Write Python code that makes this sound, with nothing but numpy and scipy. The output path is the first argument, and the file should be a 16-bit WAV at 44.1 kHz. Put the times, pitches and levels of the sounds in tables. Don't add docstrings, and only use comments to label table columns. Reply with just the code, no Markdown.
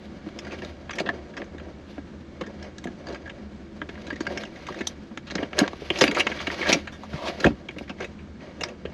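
import sys
import numpy as np
from scipy import signal
from scipy.fft import rfft, irfft, next_fast_len
from scipy.io import wavfile
from scipy.ndimage import uniform_filter1d

SR = 44100
rng = np.random.default_rng(int(sys.argv[2]) if len(sys.argv) > 2 else 0)


def to_wav(s):
    ch = np.atleast_2d(s).T
    pcm = np.round(np.clip(ch, -1, 1) * 32767)
    wavfile.write(sys.argv[1], SR, pcm.astype(np.int16))


N = 393813
EVENT_SAMPLES = 6144
T = np.arange(EVENT_SAMPLES) / SR

# frequency in Hz, level in dB, t60 in seconds.
BRACKET_MODES = [(880, -6, .02), (1130, -4, .016), (1345, -4, .016), (1640, 1, .022), (1790, 1, .021),
                 (1960, -4, .016), (2140, -3, .016), (2360, -2, .017), (2580, -2, .013), (2780, -3, .014),
                 (3120, -2, .013), (3330, -4, .012), (3600, -2, .012), (3800, -4, .012), (4080, -2, .011),
                 (4340, -4, .011), (4690, -6, .022), (4930, -2, .013), (5400, -1, .012), (5700, -2, .012),
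                 (6200, -2, .012), (6600, -3, .011), (7700, -6, .011)]
# time in seconds, level in dB, main ring in Hz, upper rings in relative dB,
# sizzle in relative dB, chatter t60 in seconds, main ring lift in dB, upper ring in Hz.
CLINK_HITS = [(0.287, -34, 1170, -14, -24, 0.022, 1, 4680),
              (0.389, -24.5, 1480, -3.5, -23, 0.027, -11, 5100),
              (0.448, -35, 1950, -7, -38, 0.035, -1, 4810), (0.469, -30, 1400, -15, -39, 0.022, 4, 4670),
              (0.509, -33.5, 2540, -16, -37, 0.024, 18, 3800),
              (0.519, -30.5, 2500, -10, -36, 0.058, 18, 4670),
              (0.587, -38, 2980, -11, -37, 0.025, 20, 3760), (0.62, -29, 1730, -13, -41, 0.028, 6, 4740),
              (0.647, -29, 1350, -1.5, -37, 0.015, 12, 3730),
              (0.894, -23.5, 1760, -18, -38, 0.017, -4, 3510),
              (0.907, -20.5, 1770, -8, -38, 0.038, -4, 3460),
              (0.932, -25.5, 2480, -9, -37, 0.058, 11, 5740),
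              (0.954, -31.5, 1830, -3, -13, 0.051, -8, 4900),
              (0.985, -17, 2000, -8.5, -38, 0.042, 12, 3600), (0.998, -20, 2480, -5, -21, 0.042, 16, 4550),
              (1.059, -24, 1730, -35, -44, 0.063, 8, 3470), (1.09, -11.5, 1680, -39, -53, 0.019, 7, 3600),
              (1.337, -38.5, 1620, -18, -38, 0.027, 11, 4630),
              (1.367, -27.5, 1690, -9, -48, 0.035, 12, 4640), (1.374, -24, 1660, -16, -48, 0.033, 10, 5600),
              (1.399, -41, 1220, -17, -44, 0.022, 10, 3500), (1.417, -27, 1760, -26, -44, 0.015, 17, 3510),
              (1.441, -41, 2400, -7, -30, 0.032, 5, 3800), (1.581, -32.5, 1790, -9, -37, 0.025, 18, 3840),
              (1.597, -33, 1280, -20, -38, 0.018, 6, 3780), (1.979, -37, 1630, -24, -39, 0.019, 18, 3770),
              (2.41, -25.5, 1190, -8, -24, 0.032, 12, 3270), (2.437, -30, 1640, -23, -37, 0.027, 18, 3540),
              (2.464, -30.5, 1620, -9.5, -35, 0.038, 19, 3540),
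              (2.626, -32.5, 1820, -2, -40, 0.019, 8, 5270), (2.782, -28, 1470, -1, -37, 0.015, 5, 3930),
              (2.84, -27, 1840, -5.5, -17, 0.024, -4, 7700),
              (2.871, -27.5, 1700, -14, -38, 0.014, 32, 4100),
              (3.069, -31.5, 1570, -10, -36, 0.025, 17, 4700), (3.085, -32, 1690, -5, -38, 0.023, 15, 4730),
              (3.125, -35, 1590, -3, -39, 0.034, 10, 3780), (3.146, -28, 1690, -9, -40, 0.027, -6, 4700),
              (3.156, -29.5, 1810, -21, -45, 0.017, 0, 4660), (3.219, -44, 1700, -8, -40, 0.025, 12, 4690),
              (3.257, -34.5, 1630, -19, -40, 0.046, 16, 4720),
              (3.274, -34, 1630, -18, -40, 0.027, 20, 3550), (3.296, -27.5, 1560, -12, -38, 0.028, 8, 3400),
              (3.817, -18, 1760, -30, -46, 0.011, 21, 3650),
              (3.889, -30, 1740, -13.5, -43, 0.039, -3, 4980), (3.954, -33, 1770, -29, -39, 0.02, 28, 4650),
              (3.974, -32, 1600, -32, -37, 0.031, 25, 4660), (4.017, -35, 1070, -6, -21, 0.029, 8, 3900),
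              (4.067, -31, 1630, -3, -24, 0.042, 3, 4070), (4.081, -38, 1750, -5, -40, 0.03, 17, 4730),
              (4.103, -20, 1590, -22, -51, 0.027, 30, 3630), (4.129, -30, 1950, -11, -41, 0.038, 33, 3780),
              (4.158, -30.5, 1940, -9, -40, 0.03, 22, 4400), (4.205, -22, 1790, -6, -35, 0.033, 5, 4230),
              (4.228, -46, 1150, 3, -27, 0.028, 11, 5080), (4.252, -35, 2000, -17, -40, 0.037, -4, 3600),
              (4.267, -15.5, 1590, -14, -49, 0.02, 11, 5000), (4.299, -37, 1700, -12, -40, 0.022, 16, 3600),
              (4.315, -45, 2100, -11, -40, 0.018, 6, 4000), (4.374, -19.5, 1750, -7, -32, 0.022, 2, 4970),
              (4.435, -24.5, 1410, -9, -42, 0.014, -13, 3700), (4.451, -33, 2740, -8, -40, 0.019, 26, 5800),
              (4.558, -38, 2000, -5, -40, 0.027, 15, 3720), (4.667, -27.5, 2300, -7, -21, 0.028, 20, 3520),
              (4.686, -22.5, 1170, -15.5, -41, 0.024, 24, 3620),
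              (4.723, -31, 1730, -13, -37, 0.025, 18, 5410),
              (4.743, -27.5, 1710, -13, -35, 0.036, 18, 3980), (4.788, -31, 2350, -5, -38, 0.031, 24, 3940),
              (4.808, -22, 2000, -8, -41, 0.028, 16, 3530), (4.87, -13, 3260, -1, -9.5, 0.022, 23.5, 5950),
              (5.174, -19, 1350, -11.5, -25, 0.0062, 13, 3870), (5.27, -33, 1770, -5.5, -41, 0.1, -9, 3650),
              (5.3, -27, 1765, -9, -48, 0.034, 3, 3860), (5.308, -22, 1765, -3, -48, 0.033, 1, 3760),
              (5.316, -33, 2400, -15, -50, 0.02, 3, 3640), (5.32, -37, 1300, -20, -45, 0.016, 2, 3600),
              (5.353, -16.5, 1750, -2.5, -29, 0.009, 2, 3840), (5.381, -24, 1670, -22, -40, 0.028, 7, 3530),
              (5.429, -23, 1640, -18, -48, 0.027, 0, 4960), (5.531, -20, 2740, -28, -36, 0.011, 10, 3510),
              (5.569, -31, 1770, -11, -12, 0.034, 7, 6200), (5.582, -16.5, 2000, -15, -20, 0.023, 1, 5000),
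              (5.589, -3, 1550, -1, -9, 0.0048, 1, 7000), (5.6, -15, 1680, -15, -30, 0.037, 4, 5000),
              (5.639, -22, 1700, -23, -40, 0.035, 16, 3600), (5.662, -27, 1130, -11, -40, 0.01, 17, 4300),
              (5.678, -14.5, 1030, -9.5, -46, 0.0093, 12, 3530),
              (5.732, -27, 1120, -12, -44.5, 0.0083, 18, 3980),
              (5.816, -56, 1150, -19, -33, 0.02, 13, 3890), (5.903, -7, 3010, -24, -48, 0.0048, 33, 3220),
              (5.958, -18, 2520, -23, -37, 0.032, 19, 3430), (5.973, -25, 2700, -3, -37, 0.015, 21, 3600),
              (5.987, -17.5, 1720, -3, -16, 0.038, 8, 5270), (6.01, -4, 1760, -3, -19, 0.029, 5, 3800),
              (6.016, -6, 2000, -3.5, -19, 0.039, 3, 4960), (6.031, -19, 2300, -5, -18, 0.022, 3, 5400),
              (6.039, -0.5, 2630, -13, -18, 0.006, 23, 4100), (6.049, -25, 2000, -8, -25, 0.04, 6, 5000),
              (6.066, -20, 2700, -9, -30, 0.017, 8, 3600), (6.078, -10.5, 2690, -8, -41, 0.016, 24, 4760),
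              (6.112, -15.5, 2080, -9, -19, 0.022, 14, 3760),
              (6.147, -18, 2120, -6.5, -17, 0.037, 26, 4150), (6.163, -24, 2000, -4, -18, 0.031, 3, 5000),
              (6.17, -15, 1240, -23, -24, 0.035, 33, 4000), (6.183, -20, 2200, -5, -11, 0.063, 3, 4500),
              (6.196, -12.5, 2500, -4.5, -16, 0.032, 17, 3880),
              (6.203, -8.5, 2560, -11, -26, 0.027, 23.5, 3880),
              (6.222, -31, 2300, -17, -30, 0.016, 15, 3800), (6.268, -11, 2200, -13, -30, 0.017, 9, 3560),
              (6.316, -19.5, 2200, -16, -39, 0.034, 11, 3550),
              (6.391, -24.5, 2970, -17, -43, 0.017, 19, 3700),
              (6.469, -13.5, 2580, -12.5, -47, 0.026, 6, 3500),
              (6.501, -18, 2060, -27, -45, 0.011, 25, 3750), (6.514, -25, 2400, -7, -29, 0.019, 5, 5000),
              (6.542, -25.5, 1560, -7, -39, 0.023, -12, 4900), (6.566, -40, 2000, 0, -35, 0.026, 5, 4500),
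              (6.613, -18.5, 2170, -16, -45, 0.035, 27, 3940),
              (6.626, -17, 1840, -20, -39, 0.037, 12, 3670),
              (6.659, -17.5, 1720, -22, -35, 0.0093, 17, 3600),
              (6.669, -18, 1760, -12, -30, 0.015, 12, 4000), (6.691, -11.5, 1800, -3, -24, 0.016, -5, 3800),
              (6.708, -20, 2500, -1, -28, 0.013, 1, 3840), (6.719, -8, 2320, -13, -20, 0.021, 26, 4800),
              (6.727, -3.5, 2380, -5, -19, 0.033, 14, 5600), (6.744, -18, 2300, -16, -34, 0.011, 18, 4640),
              (6.787, -33, 2360, -6, -29, 0.028, 15, 3870), (6.873, -23.5, 2180, -15, -35, 0.053, 11, 3740),
              (6.924, -34.5, 1200, -5.5, -17, 0.16, 14, 3600),
              (7.033, -27.5, 1100, -12.5, -27, 0.072, 40, 4130),
              (7.133, -28.5, 1380, -26, -36, 0.018, 24, 4270),
              (7.178, -29, 1060, -13, -37, 0.018, 14, 3630), (7.281, -25, 2140, -16, -40, 0.0376, 19, 3600),
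              (7.402, -22, 1460, -2.5, -19, 0.03, 9, 4420), (7.443, -5, 1810, -19, -54, 0.024, 5, 4200),
              (7.463, -13.5, 2520, -15, -50, 0.015, 15, 3600),
              (7.686, -27, 3000, -13, -53, 0.014, 27, 3520),
              (7.688, -22.5, 2370, -25, -53, 0.019, 28, 3560),
              (7.708, -32.5, 2400, -13, -45, 0.026, 26, 3600), (7.762, -40, 2000, -18, -45, 0.02, 23, 3600),
              (7.784, -23, 2620, -8.5, -22, 0.026, 21, 3600), (7.878, -34, 2240, -16, -43, 0.058, 15, 4230),
              (7.894, -25.5, 2630, -9.5, -38, 0.056, 15, 3860),
              (7.985, -37, 2070, -14, -40, 0.054, 14, 5400),
              (8.004, -24.5, 2070, -9.5, -25, 0.038, 16, 6200), (8.021, -29, 2780, -13, -35, 0.03, 8, 3900),
              (8.044, -24, 2700, -9, -22, 0.032, 9, 3700), (8.188, -38.5, 2470, -19, -35, 0.078, 18, 4070),
              (8.406, -37, 1990, -26, -36, 0.031, 21, 4540), (8.609, -23, 2760, -6, -19, 0.038, 23, 6100),
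              (8.635, -12.5, 2300, -2.5, -21, 0.015, 8, 5130),
              (8.685, -31.5, 2880, -8, -20, 0.034, 9, 4680),
              (8.853, -26.5, 1600, -14.5, -48, 0.053, 1, 3970)]


def clinks():
    out = np.zeros(N + EVENT_SAMPLES)
    is_upper = np.transpose(BRACKET_MODES)[0] > 3500
    sines = mode_sines(BRACKET_MODES)
    for time_s, db, main_hz, upper_db, sizzle_db, t60_s, lift_db, upper_hz in CLINK_HITS:
        rise_s = 0.0016 + 0.06 * t60_s
        force = whiten(chatter(t60_s, rise_s, rough_db=3.5))
        gain_db = strike_db(BRACKET_MODES, main_hz, lift_db, octaves=0.19, scatter_db=5)
        gain_db += is_upper * strike_db(BRACKET_MODES, upper_hz, lift_db=19, octaves=0.19, scatter_db=5)
        grit = 0.25 * undb(lift_db - 23) * peak1(band(force, main_hz / 1.7, main_hz * 1.03))
        crack = 0.66 * undb(-0.15 * max(lift_db, 0)) * peak1(band(force, 440, 2800, order=3))
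        low_rings = peak1(ring(force, sines[~is_upper], gain_db[~is_upper], 523, 3870))
        upper_rings = peak1(ring(force, sines[is_upper], gain_db[is_upper], 3300, 8200))
        upper_crack = 0.9 * peak1(band(force, 3400, 7000, order=4))
        fine_chatter = chatter(1.26 * t60_s, rise_s=0.005, rough_db=-2)
        sizzle = undb(sizzle_db) * peak1(band(fine_chatter, 6100, 16200, order=4))
        body_gain = np.sqrt(max(1 - undb(upper_db) ** 2, 0.05))
        body = body_gain * peak1(low_rings + crack + grit)
        top = undb(upper_db) * peak1(upper_rings + upper_crack)
        add(out, time_s - rise_s / 2, undb(db) * (body + top + sizzle))
    return out[:N]


# frequency in Hz, level in dB, t60 in seconds.
BOLT_MODES = [(1730, 0, 0.063), (4060, 2, .04), (4670, -3, 0.054), (6160, -3, .07), (9600, 1, 0.031),
              (11000, -6, 0.094)]
# start in seconds, peak in dB, favoured pitch in Hz.
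BOLT_HITS = [(0.955, -46, 1720), (2.845, -57, 6350), (3.069, -37, 4700), (3.085, -43, 4700),
             (3.1, -42, 1720), (3.148, -49, 4700), (3.22, -54, 4700), (3.255, -46, 1720),
             (3.276, -41, 1720), (4.102, -38, 4700), (4.271, -38, 4700), (5.985, -37, 11000),
             (6.045, -35, 9400), (6.047, -43, 11000), (6.08, -27, 4700), (6.112, -51, 11000),
             (6.198, -32.5, 9400), (6.199, -33, 3900), (6.67, -42, 6350), (6.721, -38, 11000),
             (6.746, -31, 4700)]


def bolt_pings():
    out, sines = np.zeros(N + EVENT_SAMPLES), mode_sines(BOLT_MODES)
    for start_s, db, hz in BOLT_HITS:
        force = whiten(chatter(0.015, rise_s=0.0011, rough_db=3))
        gain_db = strike_db(BOLT_MODES, hz, lift_db=36, octaves=0.1, scatter_db=2.5)
        add(out, start_s, undb(db) * peak1(ring(force, sines, gain_db, 1200, 14000)))
    return out[:N]


# frequency in Hz, level in dB, t60 in seconds.
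PAN_MODES = [(150, -1, .05), (190, -1, .05), (240, -3, .04), (280, -1, .04), (332, 0, .04), (410, -3, .032),
             (460, -1, .036), (565, -2, .032), (660, -2, .028), (800, -5, .022)]
# start in seconds, peak in dB, favoured pitch in Hz, force t60 in seconds.
PAN_HITS = [(0.262, -24, 333, 0.04), (0.498, -32, 655, 0.04), (0.618, -28, 208, 0.048),
            (1.003, -13.5, 664, 0.035), (1.011, -20, 330, 0.069), (1.033, -22.5, 444, 0.091),
            (1.063, -24, 614, 0.061), (1.088, -20, 690, 0.08), (1.129, -29.5, 475, 0.03),
            (1.368, -35, 280, 0.05), (1.412, -41, 344, 0.027), (1.544, -31, 213, 0.03),
            (1.978, -26, 265, 0.021), (2.409, -21.5, 491, 0.055), (2.473, -31, 465, 0.062),
            (2.852, -20.5, 230.4, 0.075), (2.871, -27, 230, 0.057), (3.102, -30, 460, 0.03),
            (3.292, -47, 304, 0.077), (3.816, -26, 210, 0.052), (3.889, -27.5, 226, 0.051),
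            (4.077, -29.5, 340, 0.033), (4.124, -23, 278, 0.018), (4.205, -17.5, 336, 0.013),
            (4.272, -27, 166, 0.038), (4.362, -23, 347, 0.091), (4.702, -28, 318, 0.025),
            (4.802, -21, 320, 0.059), (5.111, -32, 240, 0.037), (5.17, -30, 278, 0.027),
            (5.318, -26.5, 360, 0.033), (5.353, -16.5, 353, 0.054), (5.387, -21, 330, 0.024),
            (5.425, -17.5, 265, 0.033), (5.587, -21, 670, 0.012), (5.611, -6.5, 293, 0.028),
            (5.624, -14.5, 387, 0.059), (5.728, -29, 209, 0.015), (5.817, -25.5, 464, 0.04),
            (5.904, -14, 333, 0.0066), (6.012, -7.5, 475, 0.06), (6.024, -18, 460, 0.026),
            (6.035, -10, 348, 0.12), (6.081, -19, 266, 0.13), (6.114, -23.5, 463, 0.074),
            (6.192, -25, 274, 0.03), (6.262, -18.5, 473, 0.014), (6.313, -27, 486, 0.03),
            (6.474, -20, 294, 0.014), (6.516, -29, 464, 0.02), (6.602, -22.5, 315, 0.087),
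            (6.692, -17, 460, 0.13), (6.722, -13, 514, 0.06), (6.742, -15, 500, 0.022),
            (6.758, -21, 271, 0.033), (7.134, -24, 150, 0.022), (7.406, -25, 460, 0.027),
            (7.444, -5.5, 596, 0.033), (7.452, -8, 324, 0.071), (7.456, -13, 190, 0.041),
            (7.466, -7, 294, 0.019), (7.477, -19, 240, 0.079), (7.502, -22.5, 336, 0.06),
            (7.528, -37, 194, 0.069), (7.688, -30.5, 330, 0.034), (7.761, -28, 180, 0.12),
            (7.804, -25.5, 300, 0.13), (7.895, -26.5, 225, 0.087), (8, -23.5, 474, 0.078),
            (8.039, -31, 470, 0.088), (8.609, -23.5, 472, 0.043), (8.686, -32, 484, 0.045),
            (8.851, -19, 476, 0.0058)]


def floor_thumps():
    out, sines = np.zeros(N + EVENT_SAMPLES), mode_sines(PAN_MODES)
    for start_s, db, hz, t60_s in PAN_HITS:
        force = whiten(chatter(t60_s, rise_s=0.003, rough_db=4.5))
        gain_db = strike_db(PAN_MODES, hz, lift_db=20.5, octaves=0.096, scatter_db=3)
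        knock = peak1(ring(force, sines, gain_db, 156, 900))
        thud = 0.42 * peak1(band(force, 118, 1180))
        add(out, start_s, undb(db) * peak1(knock + thud))
    return out[:N]


# frequency in Hz, level in dB, t60 in seconds.
AIR_MODES = [(57.5, 0, 0.065), (75, 1, 0.12), (107, 0, 0.053)]
# start in seconds, peak in dB.
HEAVY_HITS = [(7.134, -35), (7.449, -18), (7.505, -32), (7.803, -37)]


def cabin_booms():
    out, sines = np.zeros(N + EVENT_SAMPLES), mode_sines(AIR_MODES)
    for start_s, db in HEAVY_HITS:
        force = chatter(0.0267, rise_s=0.0012, rough_db=17)
        add(out, start_s, undb(db) * peak1(ring(force, sines, 0, 48, 150)))
    return out[:N]


# scrape in dB, rumble and hiss in dB relative to the scrape.
FIDGET_LEVELS_DB = (-62, 7.5, -5.5)
# peak time in seconds, scrape in dB, swell and fade in seconds
# per 20 dB, rumble and hiss in dB relative to the scrape.
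SLIDE_STROKES = [(.05, -61.5, 0.15, 0.063, 13, 8), (.43, -54.5, 0.69, 0.27, 11, -3),
                 (0.544, -42, 0.11, 0.048, 7.5, -12), (.64, -48, 0.11, 0.13, 9, 1.5),
                 (1.0, -56, 0.58, 1, 12.5, -23), (1.428, -54.5, 0.13, 0.024, 20, -6),
                 (1.6, -59.5, 0.18, 0.31, 16.5, -15), (1.91, -58.5, 0.076, 0.067, 14, 12.5),
                 (2.45, -53, 0.12, 0.083, 14.5, -22), (2.65, -49.5, 0.2, 0.064, 11, -15),
                 (3.1, -49.5, 0.18, 0.39, 10, -17), (3.27, -56, 0.07, 0.23, 15.5, -14),
                 (4.08, -53, 0.39, 0.85, 10.5, -2.5), (4.299, -50.5, 0.099, 0.41, 11.5, -25),
                 (4.42, -45, 0.24, 0.037, 8, 0), (4.62, -50, 0.23, 0.64, -7, -3),
                 (4.8, -48.5, 0.27, 0.14, 11.5, 1), (5.399, -41.5, 0.12, 0.12, 9, -32),
                 (5.599, -34, 0.067, 0.1, 11, -31), (5.82, -60, 0.75, 0.55, -10, 9.5),
                 (6.031, -32.5, 0.12, 0.086, 7.5, 4.5), (6.19, -30.5, 0.056, 0.062, 6, -23),
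                 (6.3, -39.5, 0.56, 0.11, 5.5, -9), (6.411, -32.5, 0.1, 0.046, -12, -8),
                 (6.53, -40, 0.37, 0.029, 4.5, 0), (6.703, -28.5, 0.18, 0.098, 2.5, -1),
                 (7.17, -49, 0.05, 0.17, 0, -12), (7.283, -42, 0.25, 0.13, 9, 4),
                 (7.47, -40.5, 0.17, 0.077, 10.5, 0), (7.8, -63, 0.23, 0.3, 4, 9),
                 (8.028, -39, 0.056, 0.048, 6, -26), (8.42, -49, 0.033, 0.21, 6.5, -15),
                 (8.648, -44, 0.086, 0.1, 10.5, -22), (8.93, -51.5, 0.14, .3, 12, -22)]


def stroke_gains():
    def layers(db, rumble_db, hiss_db):
        return undb(db + np.array([[0], [rumble_db], [hiss_db]]))

    t = np.arange(0, N + 64, 64) / SR
    power = layers(*FIDGET_LEVELS_DB) ** 2
    for peak_s, db, swell_s, fade_s, rumble_db, hiss_db in SLIDE_STROKES:
        slope_s = np.where(t < peak_s, swell_s, fade_s)
        envelope = undb(-20 * np.abs(t - peak_s) / slope_s)
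        power = power + (layers(db, rumble_db, hiss_db) * envelope) ** 2
    return [np.interp(np.arange(N) / SR, t, gain) for gain in np.sqrt(power)]


def rubbing():
    scrape_gain, rumble_gain, hiss_gain = stroke_gains()
    grip_db = 2.7 * wander(45)
    scrape_slips, rumble_slips, hiss_slips = [
        rng.standard_normal(N) * undb(1.8 * rng.exponential(size=N) + grip_db + 1.3 * wander(60))
        for _ in range(3)]
    bracket = rms1(ring(scrape_slips, mode_sines(BRACKET_MODES), 0, 830, 7100))
    scrape = rms1(0.48 * bracket + rms1(band(scrape_slips, 480, 2500)))
    pan = rms1(ring(rumble_slips, mode_sines(PAN_MODES), 0, 179, 750))
    rumble = rms1(pan + 1.06 * rms1(band(rumble_slips, 194, 673)))
    hiss = rms1(band(hiss_slips, 1400, 4640))
    hiss += undb(-14) * rms1(band(hiss_slips, 4700, 14100, order=3))
    return scrape_gain * (scrape + undb(-3) * crackle()) + rumble_gain * rumble + hiss_gain * hiss


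def crackle(kinds=4, ticks_per_s=450, spread_db=3.5):
    tick_samples = EVENT_SAMPLES // 4
    out, sines = np.zeros(N), mode_sines(BRACKET_MODES)[:, :tick_samples]
    for hz in np.geomspace(1200, 3400, kinds):
        onsets = rng.random(N) < ticks_per_s / kinds / SR
        ticks = onsets * undb(spread_db * rng.exponential(size=N).clip(0, 3))
        bounce = chatter(0.027, rise_s=0.0012, rough_db=6)[:tick_samples]
        force = signal.fftconvolve(ticks, bounce)[:N]
        gain_db = strike_db(BRACKET_MODES, hz, lift_db=10.5, octaves=0.3, scatter_db=-6.5)
        rings = rms1(ring(force, sines, gain_db, 860, 4450))
        grit = 0.53 * rms1(band(force, hz / 1.2, hz * 1.31))
        out += rms1(rings + grit) * undb(-3 * np.log2(hz / 1700))
    return rms1(out)


# time in seconds, low rustle in dB, higher rustle and hiss in relative dB.
SLEEVE_LEVELS = [(7.12, -50, -2, -3), (7.236, -38.5, -1, -10), (7.26, -39, 8, 0.5), (7.284, -33, -11, 0),
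                 (7.304, -35, -9, -20), (7.35, -45, -14, -8), (7.382, -66, -7, 6), (7.4, -58, -10, 1)]
# low edge in Hz, high edge in Hz.
SLEEVE_BANDS_HZ = [(560, 710), (850, 1200), (1900, 4500)]


def sleeve():
    times_s, db, *relative_db = np.transpose(SLEEVE_LEVELS)
    t, out = np.arange(N) / SR, np.zeros(N)
    for (lo_hz, hi_hz), offset_db in zip(SLEEVE_BANDS_HZ, [0] + relative_db):
        level_db = np.interp(t, times_s, db + offset_db, left=-120, right=-120)
        out += undb(level_db + 0.89 * wander(50)) * rms1(band(rng.standard_normal(N), lo_hz, hi_hz))
    return out


# frequency in Hz, relative density in dB.
GARAGE_SPECTRUM = [(12, -50), (20, -7), (65, -1.5), (87, -16), (123, 0.5), (217, 4), (370, -2),
                   (483, -12.5), (944, -17.5), (1700, -17.5), (2220, -25.5), (3600, -26.5), (7220, -37),
                   (9180, -51.5), (12000, -68), (15600, -99), (22000, -120)]
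# centre in Hz, width in Hz, level in dB.
CABIN_RESONANCES = [(76, 14.9, -48), (208.3, 14, -50.5), (333, 11.3, -55.5), (417, 63, -75),
                    (504, 90, -60.5), (577, 54, -89)]


def garage_hum(level_db=-45):
    out = rms1(colour(rng.standard_normal(N), GARAGE_SPECTRUM)) * undb(level_db + 0.9 * wander(15))
    for hz, width_hz, db in CABIN_RESONANCES:
        gain = undb(db + 0.34 * wander(2.4))
        out += gain * rms1(band(rng.standard_normal(N), hz - width_hz / 2, hz + width_hz / 2))
    return out


def chatter(t60_s, rise_s, rough_db):
    swell = np.sin(np.pi / 2 * np.clip(T / rise_s, 0, 1)) ** 2
    fade = np.exp(-np.log(1000) * np.maximum(T - rise_s, 0) / np.clip(t60_s, 0.002, 0.25))
    return swell * fade * rng.standard_normal(EVENT_SAMPLES) * undb(
        rough_db * rng.exponential(size=EVENT_SAMPLES))


def whiten(force):
    spectrum = rfft(force, 2 * EVENT_SAMPLES)
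    power = uniform_filter1d(np.abs(spectrum) ** 2, size=48)
    return irfft(spectrum / np.sqrt(power + 1e-12))[:EVENT_SAMPLES]


def mode_sines(modes):
    hz, db, t60_s = np.transpose(modes)[:, :, None]
    return undb(db) * np.sin(2 * np.pi * hz * T) * np.exp(-np.log(1000) * T / t60_s)


def strike_db(modes, hz, lift_db, octaves, scatter_db):
    distance = np.log2(np.transpose(modes)[0] / hz) / octaves
    return lift_db * np.exp(-distance ** 2) + scatter_db * rng.standard_normal(len(modes))


def ring(force, sines, gain_db, lo_hz, hi_hz):
    response = (undb(gain_db) * rng.choice([-1, 1], size=len(sines))) @ sines
    return band(signal.fftconvolve(force, response)[:len(force)], lo_hz, hi_hz, order=3)


def wander(rate_hz):
    hold = int(SR / rate_hz)
    steps = np.repeat(rng.standard_normal(N // hold + 1), hold)
    return rms1(uniform_filter1d(steps, hold)[:N])


def colour(x, points):
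    hz, db = np.transpose(points)
    n = next_fast_len(len(x))
    bins_hz = np.maximum(np.arange(n // 2 + 1) * SR / n, 1)
    gain = undb(np.interp(np.log(bins_hz), np.log(hz), db))
    return irfft(rfft(x, n) * gain, n)[:len(x)]


def band(x, lo_hz, hi_hz, order=2):
    return signal.sosfilt(signal.butter(order, [lo_hz, hi_hz], "band", fs=SR, output="sos"), x)


def undb(db):
    return 10 ** (np.asarray(db) / 20)


def rms1(x):
    return x / np.sqrt(np.mean(x ** 2))


def peak1(x):
    return x / np.abs(x).max()


def add(out, start_s, sound):
    i = int(start_s * SR)
    out[i:i + EVENT_SAMPLES] += sound


# frequency in Hz, gain in dB.
MIC_RESPONSE = [(20, 1), (6500, -1.5), (7600, -5.5), (8500, -5.5), (9050, -13), (9500, -4.5), (11500, -8),
                (13000, -19.5), (14500, -26), (15500, -34)]


def scene(tail_t60_s=0.064, wet_db=-9.5):
    near = clinks() + bolt_pings() + floor_thumps() + cabin_booms() + rubbing() + sleeve()
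    tail = rng.standard_normal(EVENT_SAMPLES) * np.exp(-np.log(1000) * T / tail_t60_s) * (T > 0.003)
    wet = signal.fftconvolve(near, tail / np.sqrt(np.sum(tail ** 2)))[:N]
    mono = colour(near + undb(wet_db) * wet, MIC_RESPONSE) + garage_hum()
    return np.array([mono, mono])


# frequency in Hz, side level in dB relative to mid.
SIDE_SPECTRUM = [(300, -80), (1200, -69), (3000, -56), (6000, -27), (9000, -22), (13000, -4)]


def record(dry):
    drive, cutoff_hz = 0.6, 15800
    mid = np.tanh(drive * dry.mean(0)) / drive
    smear = rng.standard_normal(512)
    side = colour(signal.fftconvolve(mid, smear / np.sqrt(np.sum(smear ** 2)), "same"), SIDE_SPECTRUM)
    lowpass = signal.ellip(8, 0.2, 70, cutoff_hz, fs=SR, output="sos")
    return signal.sosfilt(lowpass, [mid + side, mid - side])


dry = scene()
out = record(dry)
to_wav(out)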